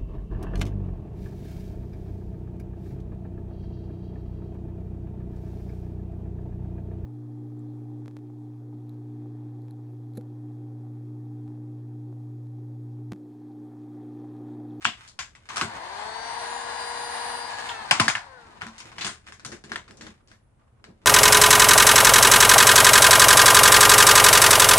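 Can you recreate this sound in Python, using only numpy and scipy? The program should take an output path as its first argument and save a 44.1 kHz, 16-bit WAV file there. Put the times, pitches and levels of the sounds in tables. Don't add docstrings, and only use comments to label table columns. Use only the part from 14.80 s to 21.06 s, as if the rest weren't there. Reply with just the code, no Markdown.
import sys
import numpy as np
from scipy import signal
from scipy.fft import rfft, irfft, next_fast_len
from scipy.io import wavfile
from scipy.ndimage import uniform_filter1d, minimum_filter1d, map_coordinates

SR = 44100
rng = np.random.default_rng(int(sys.argv[2]) if len(sys.argv) > 2 else 0)


def unload_wav(signal):
    wavfile.write(
        sys.argv[1],
        SR,
        np.round(np.clip(np.atleast_2d(signal).T, -1, 1) * 32767).astype(np.int16),
    )


N = 276021
T = np.arange(N) / SR
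ON_S, OFF_S, FULL_HZ = 0.69, 2.89, 239.1

# pitch_hz, level_db, t60_s
SHEET_MODES = [(110, 1.5, 0.17), (138.3, -4, 0.13), (182.1, -2.5, 0.18), (219.8, 3, 0.18), (306.3, 2, 0.1),
               (338, -7.5, 0.18), (401, -7.5, 0.15)]


def undb(db):
    return 10 ** (np.asarray(db) / 20)


def unit(x):
    return x / np.sqrt(np.mean(x ** 2) + 1e-20)


def curves(table):
    times, *columns = np.transpose(table)
    return [np.interp(T, times, column) for column in columns]


def shape(points, hz):
    point_hz, db = np.transpose(points)
    return np.interp(np.log(hz + 1), np.log(point_hz), db)


def colour(x, points, db_scale=1):
    size = 2 * next_fast_len(x.shape[-1])
    cepstrum = irfft(np.log(undb(db_scale * shape(points, np.fft.rfftfreq(size, 1 / SR)))))
    cepstrum[1:size // 2] *= 2
    cepstrum[size // 2 + 1:] = 0
    return irfft(rfft(x, size) * np.exp(rfft(cepstrum)))[..., :x.shape[-1]]


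def band(x, low_hz, high_hz, order=2):
    sos = signal.butter(order, [low_hz, min(high_hz, .45 * SR)], "band", fs=SR, output="sos")
    return signal.sosfilt(sos, x)


def highpass(x, corner_hz):
    return signal.sosfilt(signal.butter(1, corner_hz, "high", fs=SR, output="sos"), x)


def wander(rate_hz):
    hold = int(SR / rate_hz)
    steps = np.repeat(rng.standard_normal(N // hold + 1), hold)
    return 1.3 * uniform_filter1d(uniform_filter1d(steps, hold), hold)[:N]


def diffuse(size, coherent_hz):
    mid, side = rng.standard_normal((2, size))
    side = highpass(side, coherent_hz)
    return unit(np.array([mid + side, mid - side]))


def pan(db):
    return undb(np.array([[db], [-db]]) / 2)


def from_left(x, lag=6):
    return np.array([x, np.pad(x, (lag, 0))[:len(x)]])


def workshop(x, wet_db, t60_s, lag=6):
    t = T[:SR // 2]
    tail = diffuse(len(t), 400) * undb(-60 * t / t60_s) * (1 - np.exp(-t / 0.0064))
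    reflected = signal.fftconvolve(x[None], unit(tail) / np.sqrt(len(t)), axes=1)[:, :N]
    return from_left(x, lag) + undb(wet_db) * reflected


def room_rumble():
    # frequency_hz, level_db
    spectrum = [(20, -25), (36, -7.5), (85, -5.5), (125, -6.5), (160, -18.5), (230, -15.5), (340, -30),
                (520, -25.5), (1200, -32), (5000, -53), (10000, -46.5), (12500, -67)]
    return unit(colour(diffuse(N, 450), spectrum)) * undb(-59.5 + 0.71 * wander(11))


def strain(swell_db=20.5, release_db_per_s=185.5):
    # peak_s, build_s, crackle_db, wobble_db
    pulls = [(0.021, 0.1, -45.5, -72.5), (0.25, 0.91, -50.5, -68), (0.781, 0.098, -32, -44.5),
             (0.95, 0.052, -41, -42.5), (2.91, 0.55, -36.5, -51), (3.27, 0.29, -31, -40),
             (3.831, 1, -53, -55), (4.12, 0.78, -47.5, -55), (4.268, 0.2, -38.5, -41.5),
             (4.49, 0.055, -46, -52), (4.73, 0.13, -52, -42), (4.94, 0.088, -46, -44),
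             (5.11, 0.061, -59, -48), (5.27, 0.27, -52.5, -45.5), (5.51, 0.064, -59.5, -56),
             (6.1, 0.09, -74, -48), (6.25, 0.098, -61, -54.5)]
    crackle_db, wobble_db = -90, -70.5
    for peak_s, build_s, fine_db, low_db in pulls:
        slack_db = np.minimum(swell_db * (T - peak_s) / build_s, release_db_per_s * (peak_s - T))
        crackle_db = np.maximum(crackle_db, fine_db + slack_db)
        wobble_db = np.maximum(wobble_db, low_db + slack_db)
    return crackle_db, wobble_db


def wrinkles(size, rate_hz, range_db):
    strength = undb(np.minimum(4 * rng.exponential(size=size), range_db))
    polarity = rng.choice([-1, 1], size)
    return strength * polarity * (rng.random(size) < rate_hz / SR)


def pulled_film(gain_db=-6):
    crackle_db, wobble_db = strain()
    tick_spectrum = [(200, -25.5), (600, -15), (1400, 1.5), (3000, -5.5), (5000, -10), (9000, -15.5),
                     (12000, -28.5)]
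    ticks = unit(colour(wrinkles(N, rate_hz=260, range_db=16), tick_spectrum))
    crackle = workshop(ticks * undb(crackle_db + gain_db), wet_db=2.5, t60_s=0.093)
    push = diffuse(N, 370)
    modes = sum(undb(db) * band(push, hz - 10, hz + 10, order=1) for hz, db, _ in SHEET_MODES)
    wobble = unit(modes) + undb(-2) * unit(band(push, 70, 510))
    return crackle + wobble * undb(wobble_db + gain_db + 2 * wander(25))


def crack(treble_db, ring_hz, slips=6):
    # frequency_hz, level_db
    spectrum = [(30, -46.5), (120, -28.5), (350, -23.5), (700, -5.5), (1150, -1.5), (1700, 1), (2200, -2),
                (2900, -1.5), (3900, -7.5), (5000, -5), (7000, -20), (9700, -14), (12000, -40),
                (14000, -52)]
    pulse = np.zeros(SR // 2)
    slip_at = np.minimum(rng.exponential(0.0017, slips) * SR, len(pulse) - 1).astype(int)
    pulse[slip_at] = 0.4 * rng.standard_normal(slips)
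    pulse[int(.0007 * SR)] = 1
    hz = np.geomspace(400, 12000, num=40)
    resonance_db = 7 / (1 + (np.log(hz / ring_hz) / 0.12) ** 2)
    ripple_db = 2 * rng.standard_normal(len(hz))
    shelf_db = shape([(2800, 0.013), (6000, 1.14 * (treble_db + 5.5))], hz)
    return colour(colour(pulse, spectrum), np.transpose([hz, resonance_db + ripple_db + shelf_db]))


def sheet_rattle(ring_hz, sheet_t60_s=0.24, early_t60_s=0.13):
    # frequency_hz, level_db
    spectrum = [(35, -49.5), (60, -10.5), (112, 4), (218, -6.5), (529, -12.5), (690, 3), (881, -5),
                (1030, 3), (1230, -4), (1610, -1.5), (2560, -5.5), (7110, -7.5), (9700, -18),
                (12100, -30.5), (15700, -80.5), (22000, -120)]
    t = T[:SR // 2]
    decay = undb(-60 * t / sheet_t60_s) + undb(-11 - 60 * t / early_t60_s)
    attack = 1 - np.exp(-t / 0.0011)
    grains = undb(np.interp(t, np.linspace(0, .5, num=900), rng.standard_normal(900)))
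    hz = np.geomspace(30, 16000, num=70)
    film_db = shape(spectrum, hz) + 2.2 * rng.standard_normal(len(hz))
    noise = diffuse(len(t), 770)
    crinkle = from_left(unit(wrinkles(len(t), rate_hz=700, range_db=12)), lag=4)
    rattle = colour((noise + 0.52 * crinkle) * grains * decay * attack, np.transpose([hz, film_db]))
    return rattle + undb(4) * band(rattle, ring_hz / 1.31, ring_hz * 1.19, order=1)


def crease_snaps():
    # start_s, level_db, relative_crack_db,
    # relative_treble_db, ring_hz
    snaps = [(0.046, -32, 5, -0.5, 2830), (0.052, -24.5, 12.5, -26, 3270), (0.276, -58.5, 6, 9.5, 3020),
             (0.3897, -32.5, 2, -3, 2200), (0.551, -53, 7, -6, 2000), (0.689, -42.5, 5, -5.5, 1040),
             (0.696, -36.5, -13, -12, 1130), (0.759, -44, 9, 5, 1200), (0.769, -30, 6.5, -5, 1310),
             (0.812, -27.5, 9, -7, 1230), (3.11, -21, 14.5, -8.5, 2700), (3.114, -22, 17.5, -5.5, 1040),
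             (3.198, -19.5, 14.5, -6.5, 1080), (3.2026, -29, 14, -5, 2420), (3.281, -22, 11, -3.5, 1680),
             (3.299, -32.5, 12, -21, 1540), (3.352, -29.5, 11, -12.5, 1660), (3.812, -43, 8, -17, 1450),
             (3.8182, -36.5, 9.5, -12.5, 1410), (3.8666, -44.5, 8.5, -6.5, 1390),
             (3.981, -51.5, 8.5, 5, 2010), (4.003, -47.5, 8.5, -1, 2650), (4.117, -49.5, 5, -11, 1180),
             (4.1824, -38, 6.5, -6, 2300), (4.209, -32, -4, -3.5, 3300), (4.246, -32.5, 4.5, -0.5, 3280),
             (4.2662, -33, 5.5, -1.5, 1640), (4.4655, -60, 5, 0, 1900), (4.485, -58, 13.5, -5, 1620),
             (4.5224, -48.5, 9.5, -3, 1690), (4.596, -53, 8, -5, 1710), (4.6486, -40.5, 6.5, 2.5, 1580),
             (4.718, -42, 0.5, -3.5, 1880), (4.839, -50, 6.5, -2, 1800), (4.896, -55, 8, -4, 1900),
             (4.918, -35, 9.5, -10, 1660), (4.9585, -38, 14, -9.5, 1850), (5.079, -52, 2, -7.5, 1730),
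             (5.109, -59.5, 15.5, 0.5, 1600), (5.1708, -62, 9, 6.5, 6500), (5.21, -46.5, 5.5, -1, 2010),
             (5.2668, -48, 9, -6.5, 1810), (5.4748, -68.5, 10, 1, 6300), (5.4823, -69, 8, 5.5, 3380),
             (5.515, -56, 8.5, -6, 1680), (6.041, -51.5, 10, -7, 1690)]
    out = np.zeros((2, N + SR))
    front, body = int(.004 * SR), int(.03 * SR)
    for start_s, level_db, crack_db, treble_db, ring_hz in snaps:
        click = crack(treble_db, ring_hz)
        click *= undb(level_db + crack_db - 1.2) / np.sqrt(np.mean(click[:front] ** 2))
        sound = from_left(click, lag=rng.integers(2, 11))
        rattle = sheet_rattle(ring_hz)
        thud = band(rattle, 64, 450)
        middle = band(rattle, 770, 3700, order=3)
        treble = band(rattle, 4300, 11000, order=3) * pan(2.5)
        for part, part_db in [(thud, -22), (middle, -2), (treble, treble_db - 2)]:
            sound += part / np.sqrt(np.mean(part[:, :body] ** 2)) * undb(level_db + part_db)
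        start = int(start_s * SR)
        out[:, start:start + len(click)] += sound * pan(3)
    return out[:, :N]


def panel_thumps(first_hz=443, last_hz=89, fall_s=0.0065, rise_s=0.0064):
    # start_s, level_db
    knocks = [(0.052, -44), (0.815, -30), (3.111, -31), (3.199, -19), (3.267, -33.5), (3.282, -31),
              (3.343, -47)]
    out, t = np.zeros(N + SR), T[:SR // 4]
    hz = last_hz + (first_hz - last_hz) * np.exp(-t / fall_s)
    envelope = t / rise_s * np.exp(1 - t / rise_s)
    thump = np.sin(2 * np.pi * np.cumsum(hz) / SR) * envelope
    for start_s, level_db in knocks:
        start = int(start_s * SR)
        out[start:start + len(t)] += thump * undb(level_db)
    return workshop(out[:N], wet_db=-10, t60_s=0.087)


def sheet_flaps(thud_t60_s=0.1):
    # start_s, strongest_hz, level_db
    flaps = [(0.062, 290, -42.5), (0.823, 360, -34), (0.843, 113, -38.5), (3.128, 300, -43.5),
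             (3.215, 263, -37), (3.827, 112, -43), (3.861, 222, -46), (4.246, 218, -40), (4.654, 113, -42),
             (4.721, 350, -40.5), (4.84, 362, -42), (4.908, 302, -46), (5.21, 189, -51),
             (5.271, 213, -47.5), (6.084, 185, -51)]
    out, t = np.zeros(N + SR), T[:SR // 2]
    attack = 1 - np.exp(-t / 0.0018)
    for start_s, strongest_hz, level_db in flaps:
        sound = unit(band(rng.standard_normal(len(t)), 76, 440)) * undb(-4 - 60 * t / thud_t60_s)
        for hz, mode_db, t60_s in SHEET_MODES:
            share = 1 / (1 + (np.log(hz / strongest_hz) / 0.38) ** 2)
            detune = 1 + .025 * rng.standard_normal()
            mode = np.sin(2 * np.pi * (hz * detune * t + rng.random()))
            sound += share * mode * undb(1 + mode_db - 60 * t / t60_s)
        start = int(start_s * SR)
        out[start:start + len(t)] += sound * attack * undb(level_db)
    return workshop(out[:N], wet_db=0, t60_s=0.1)


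def shaft_rate(spin_up_s=0.2, drag_share=0.8, friction_hz_per_s=100, crossover_hz=215):
    shortfall = np.exp(-np.maximum(T - ON_S, 0) / spin_up_s)
    driven_hz = FULL_HZ * (1 - shortfall) / (1 + drag_share * shortfall)
    coast_s = np.maximum(T - OFF_S, 0)
    angle = np.arctan(FULL_HZ / crossover_hz) - friction_hz_per_s / crossover_hz * coast_s
    coasting_hz = crossover_hz * np.tan(np.maximum(angle, 0))
    return np.maximum(np.minimum(driven_hz, coasting_hz), 1)


def gun_levels(shaft_hz, whine_beaming=3.2):
    # time_s, nearness_db
    nearness = [(0.7, 7), (0.95, -0.7), (1.5, -0.5), (2.55, 0.1), (2.78, -2), (3.25, -3), (3.5, -11.5),
                (4.1, -10), (4.45, -24)]
    near_db, = curves(nearness)
    decades = np.log10(shaft_hz / FULL_HZ)
    unpowered = np.clip((T - OFF_S) / 0.12, 0, 1)
    air_db = -33.5 + 23 * decades + near_db
    whine_db = -39 + 41.5 * decades + whine_beaming * near_db - 2.5 * unpowered
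    hum_db = -53 - 10 * ((shaft_hz - 126) / 26) ** 2
    flare_db = np.where(T > OFF_S, -38.5 - 28 * (T - OFF_S), -np.inf)
    return air_db, whine_db, np.maximum(hum_db, flare_db)


def shaft_harmonics(orders, shaft_hz, pitch_bands, dull_db, flutter_db):
    out, power, grid_hz = 0, 0, np.arange(0, 12000, 60)
    speed = shaft_hz / shaft_hz.max()
    swayed_hz = shaft_hz * (1 + 0.015 * wander(7))
    for order, level_db in orders:
        swell_db = 3 * wander(7) * np.minimum(8 * (1 - speed), 1)
        channel_db = np.zeros((2, N))
        for channel in range(2):
            field = np.interp(order * swayed_hz, grid_hz, rng.standard_normal(len(grid_hz)))
            standing_db = 3.5 * (field - 0.39 * field[speed > .98].mean())
            channel_db[channel] = standing_db + flutter_db * wander(12)
        soft_db = dull_db * order * (speed - 1)
        lift_db = sum(peak_db * np.exp(-((order * shaft_hz - centre_hz) / width_hz) ** 2)
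                      for centre_hz, width_hz, peak_db in pitch_bands)
        cycles = order * np.cumsum(shaft_hz) / SR + rng.random() + np.array([[0], [order / 80]])
        gain = undb(level_db + soft_db + lift_db + swell_db + channel_db)
        out = out + gain * np.sin(2 * np.pi * cycles)
        power += undb(level_db) ** 2 / 2
    return out / np.sqrt(power)


def motor_whine(shaft_hz):
    # shaft_multiple, level_db
    orders = [(1, 1), (2, -1.5), (3, -5.5), (4, -1), (5, -22), (6, -5), (8, -11), (9, -16.5), (10, -12.5),
              (11, -17.5), (12, -12), (13, -15), (14, -20.5), (15, -11.5), (16, -14.5), (17, -11.5),
              (18, -26), (19, -20.5), (22, -32.5), (23, -35), (24, -29.5), (25, -21), (26, -23), (27, -28),
              (28, -32.5), (29, -29), (31, -44.5), (32, -41.5), (33, -26.5), (34, -30.5), (35, -17.5),
              (36, -18.5), (37, -25), (38, -25.5), (39, -21), (41, -33.5)]
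    # centre_hz, width_hz, gain_db
    pitch_bands = [(1310, 100, -8), (1770, 70, 5), (2053, 120, 12), (2530, 190, -7), (3230, 60, 2.5),
                   (4350, 320, 6), (5830, 160, 14), (6500, 200, 10), (8230, 220, 5.5)]
    whine = shaft_harmonics(orders, shaft_hz, pitch_bands, dull_db=0.5, flutter_db=2)
    return band(whine, 430, 14000, order=3)


def fan_hum(shaft_hz):
    # shaft_multiple, level_db
    orders = [(4, 2.5), (6, -7), (8, -2.5), (10, -9), (12, -1), (14, -8.5), (16, -7)]
    # frequency_hz, gain_db
    vents = [(200, -9), (800, -4), (1250, 0), (1550, 6), (1800, 4), (2600, -11), (4000, -22)]
    wavering_hz = shaft_hz * (1 + .014 * wander(140))
    return colour(shaft_harmonics(orders, wavering_hz, [], dull_db=0, flutter_db=2.5), vents)


def panel_reflection(x, echo=0.14, delay_s=0.00206):
    heard = []
    for channel in x:
        emitted_s = T - delay_s * (1 + 0.051 * wander(2.2))
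        heard.append(channel + echo * map_coordinates(channel, [emitted_s * SR], order=1))
    return unit(np.array(heard))


def air_rush(shaft_hz):
    # frequency_hz, level_db
    barrel = [(90, -32), (400, -15.5), (560, -14.5), (720, -1.5), (960, -1), (1380, -14.5), (1720, -5.5),
              (2300, -15), (3200, -18), (4400, -11.5), (5400, -22), (7600, -25), (9400, -24),
              (11500, -41.5)]
    noise = from_left(rng.standard_normal(N)) + undb(3) * diffuse(N, 430)
    air = panel_reflection(colour(noise, barrel))
    hiss_gain = undb(8 * (shaft_hz / shaft_hz.max() - 1.5))
    air += highpass(air, 2500) * (hiss_gain - 1)
    return air * undb(0.8 * wander(24))


def commutator(shaft_hz, rasp_rad=0.37):
    # shaft_multiple, offset_db, left_minus_right_db
    orders = [(7, -0.5, 2), (20, 1, 6), (21, -2, 4), (30, 0, 3), (40, -6, -15)]
    # time_s, then level_db for each line
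    levels = [(0.9, -80, -90, -90, -95, -99), (1.22, -56, -66, -60, -67, -72),
              (1.32, -50, -52, -62, -64, -66), (1.45, -47, -50, -54, -70, -61),
              (1.6, -50, -60, -58, -67, -52), (1.75, -46, -56, -60, -53, -50),
              (1.9, -46, -59, -54, -55, -57), (2.1, -45, -51, -55, -55, -52),
              (2.5, -50, -52, -56, -61, -48), (2.67, -45, -47, -57, -65, -57),
              (2.74, -45, -60, -64, -61, -61), (2.88, -48, -62, -66, -61, -63),
              (3.3, -90, -120, -120, -120, -120)]
    turns = np.cumsum(shaft_hz) / SR
    out = np.zeros((2, N))
    for (order, offset_db, side_db), level_db in zip(orders, curves(levels)):
        line = np.sin(2 * np.pi * order * turns + rasp_rad * wander(370))
        gain = undb(offset_db + level_db + 2 * wander(18) + wander(110))
        out += pan(side_db) * from_left(line, lag=2) * gain
    return np.sqrt(2) * out


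def heat_gun():
    # frequency_hz, left_minus_right_db
    beam = [(200, -6), (600, 2.5), (1100, 11), (1450, 7), (1750, 1), (3000, 4), (4300, 3.5), (4800, 5),
            (5500, 6.5), (7200, 6.5), (8400, -9), (9600, -10), (11000, -3.5)]
    shaft_hz = shaft_rate()
    air_db, whine_db, fan_db = gun_levels(shaft_hz)
    shaft_hz = shaft_hz * (1 + .0005 * wander(25))
    whine = motor_whine(shaft_hz) * undb(whine_db)
    fan = fan_hum(shaft_hz) * undb(fan_db)
    air = air_rush(shaft_hz) * undb(air_db)
    left, right = whine + fan + air + commutator(shaft_hz)
    return np.array([colour(left, beam, db_scale=0.5), colour(right, beam, db_scale=-0.5)])


def palm_rubs(grip_db=4.5):
    # peak_s, half_length_s, level_db
    strokes = [(0.969, 0.027, -39), (5.418, 0.027, -66), (5.82, 0.03, -62), (5.9, 0.03, -70),
               (6.001, 0.049, -67), (6.248, 0.02, -63)]
    # frequency_hz, level_db
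    skin = [(300, -11), (1100, 12.5), (1700, 1.5), (3000, -7), (4200, -13), (8000, -20), (12000, -34)]
    pressure = sum(undb(db) * np.exp(-((T - peak_s) / half_s) ** 2) for peak_s, half_s, db in strokes)
    return unit(colour(diffuse(N, 900), skin) * undb(grip_db * wander(130))) * pressure


def switch_click(tick_t60_s=0.014):
    # pitch_hz, level_db, t60_s
    modes = [(1960, -10, 0.03), (3250, -3, 0.019), (3550, 3, 0.018), (3900, -11, 0.06),
             (6800, -12.5, 0.0428)]
    t = np.maximum(T - OFF_S - 0.0035, 0)
    ring = sum(np.sin(2 * np.pi * hz * t) * undb(db - 60 * t / t60_s) for hz, db, t60_s in modes)
    tick = unit(band(rng.standard_normal(N), 2300, 4300)) * (t > 0) * undb(-31 - 60 * t / tick_t60_s)
    return workshop(ring * undb(-29) + tick, wet_db=0, t60_s=0.15, lag=1)


def whistle():
    # time_s, pitch_hz, level_db
    course = [(5.38, 10000, -94), (5.44, 10200, -84), (5.56, 11500, -88), (5.68, 9800, -84),
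              (5.8, 8100, -92)]
    hz, level_db = curves(course)
    tone = np.sin(2 * np.pi * np.cumsum(hz * (1 + .014 * wander(900))) / SR)
    sounding = (T > course[0][0]) & (T < course[-1][0])
    return from_left(tone * undb(level_db + 4 * wander(45)) * sounding, lag=0)


def scene():
    return (heat_gun() + crease_snaps() + panel_thumps() + sheet_flaps() + switch_click()
            + pulled_film() + palm_rubs() + room_rumble() + whistle())


def record(dry):
    ceiling, hold, cutoff_hz = .85, int(.0004 * SR), 12200
    gain = ceiling / np.maximum(np.abs(dry).max(axis=0), ceiling)
    gain = uniform_filter1d(minimum_filter1d(gain, hold), hold)
    return signal.sosfilt(signal.ellip(8, .2, 70, cutoff_hz, fs=SR, output="sos"), dry * gain)


dry = scene()
out = record(dry)
unload_wav(out)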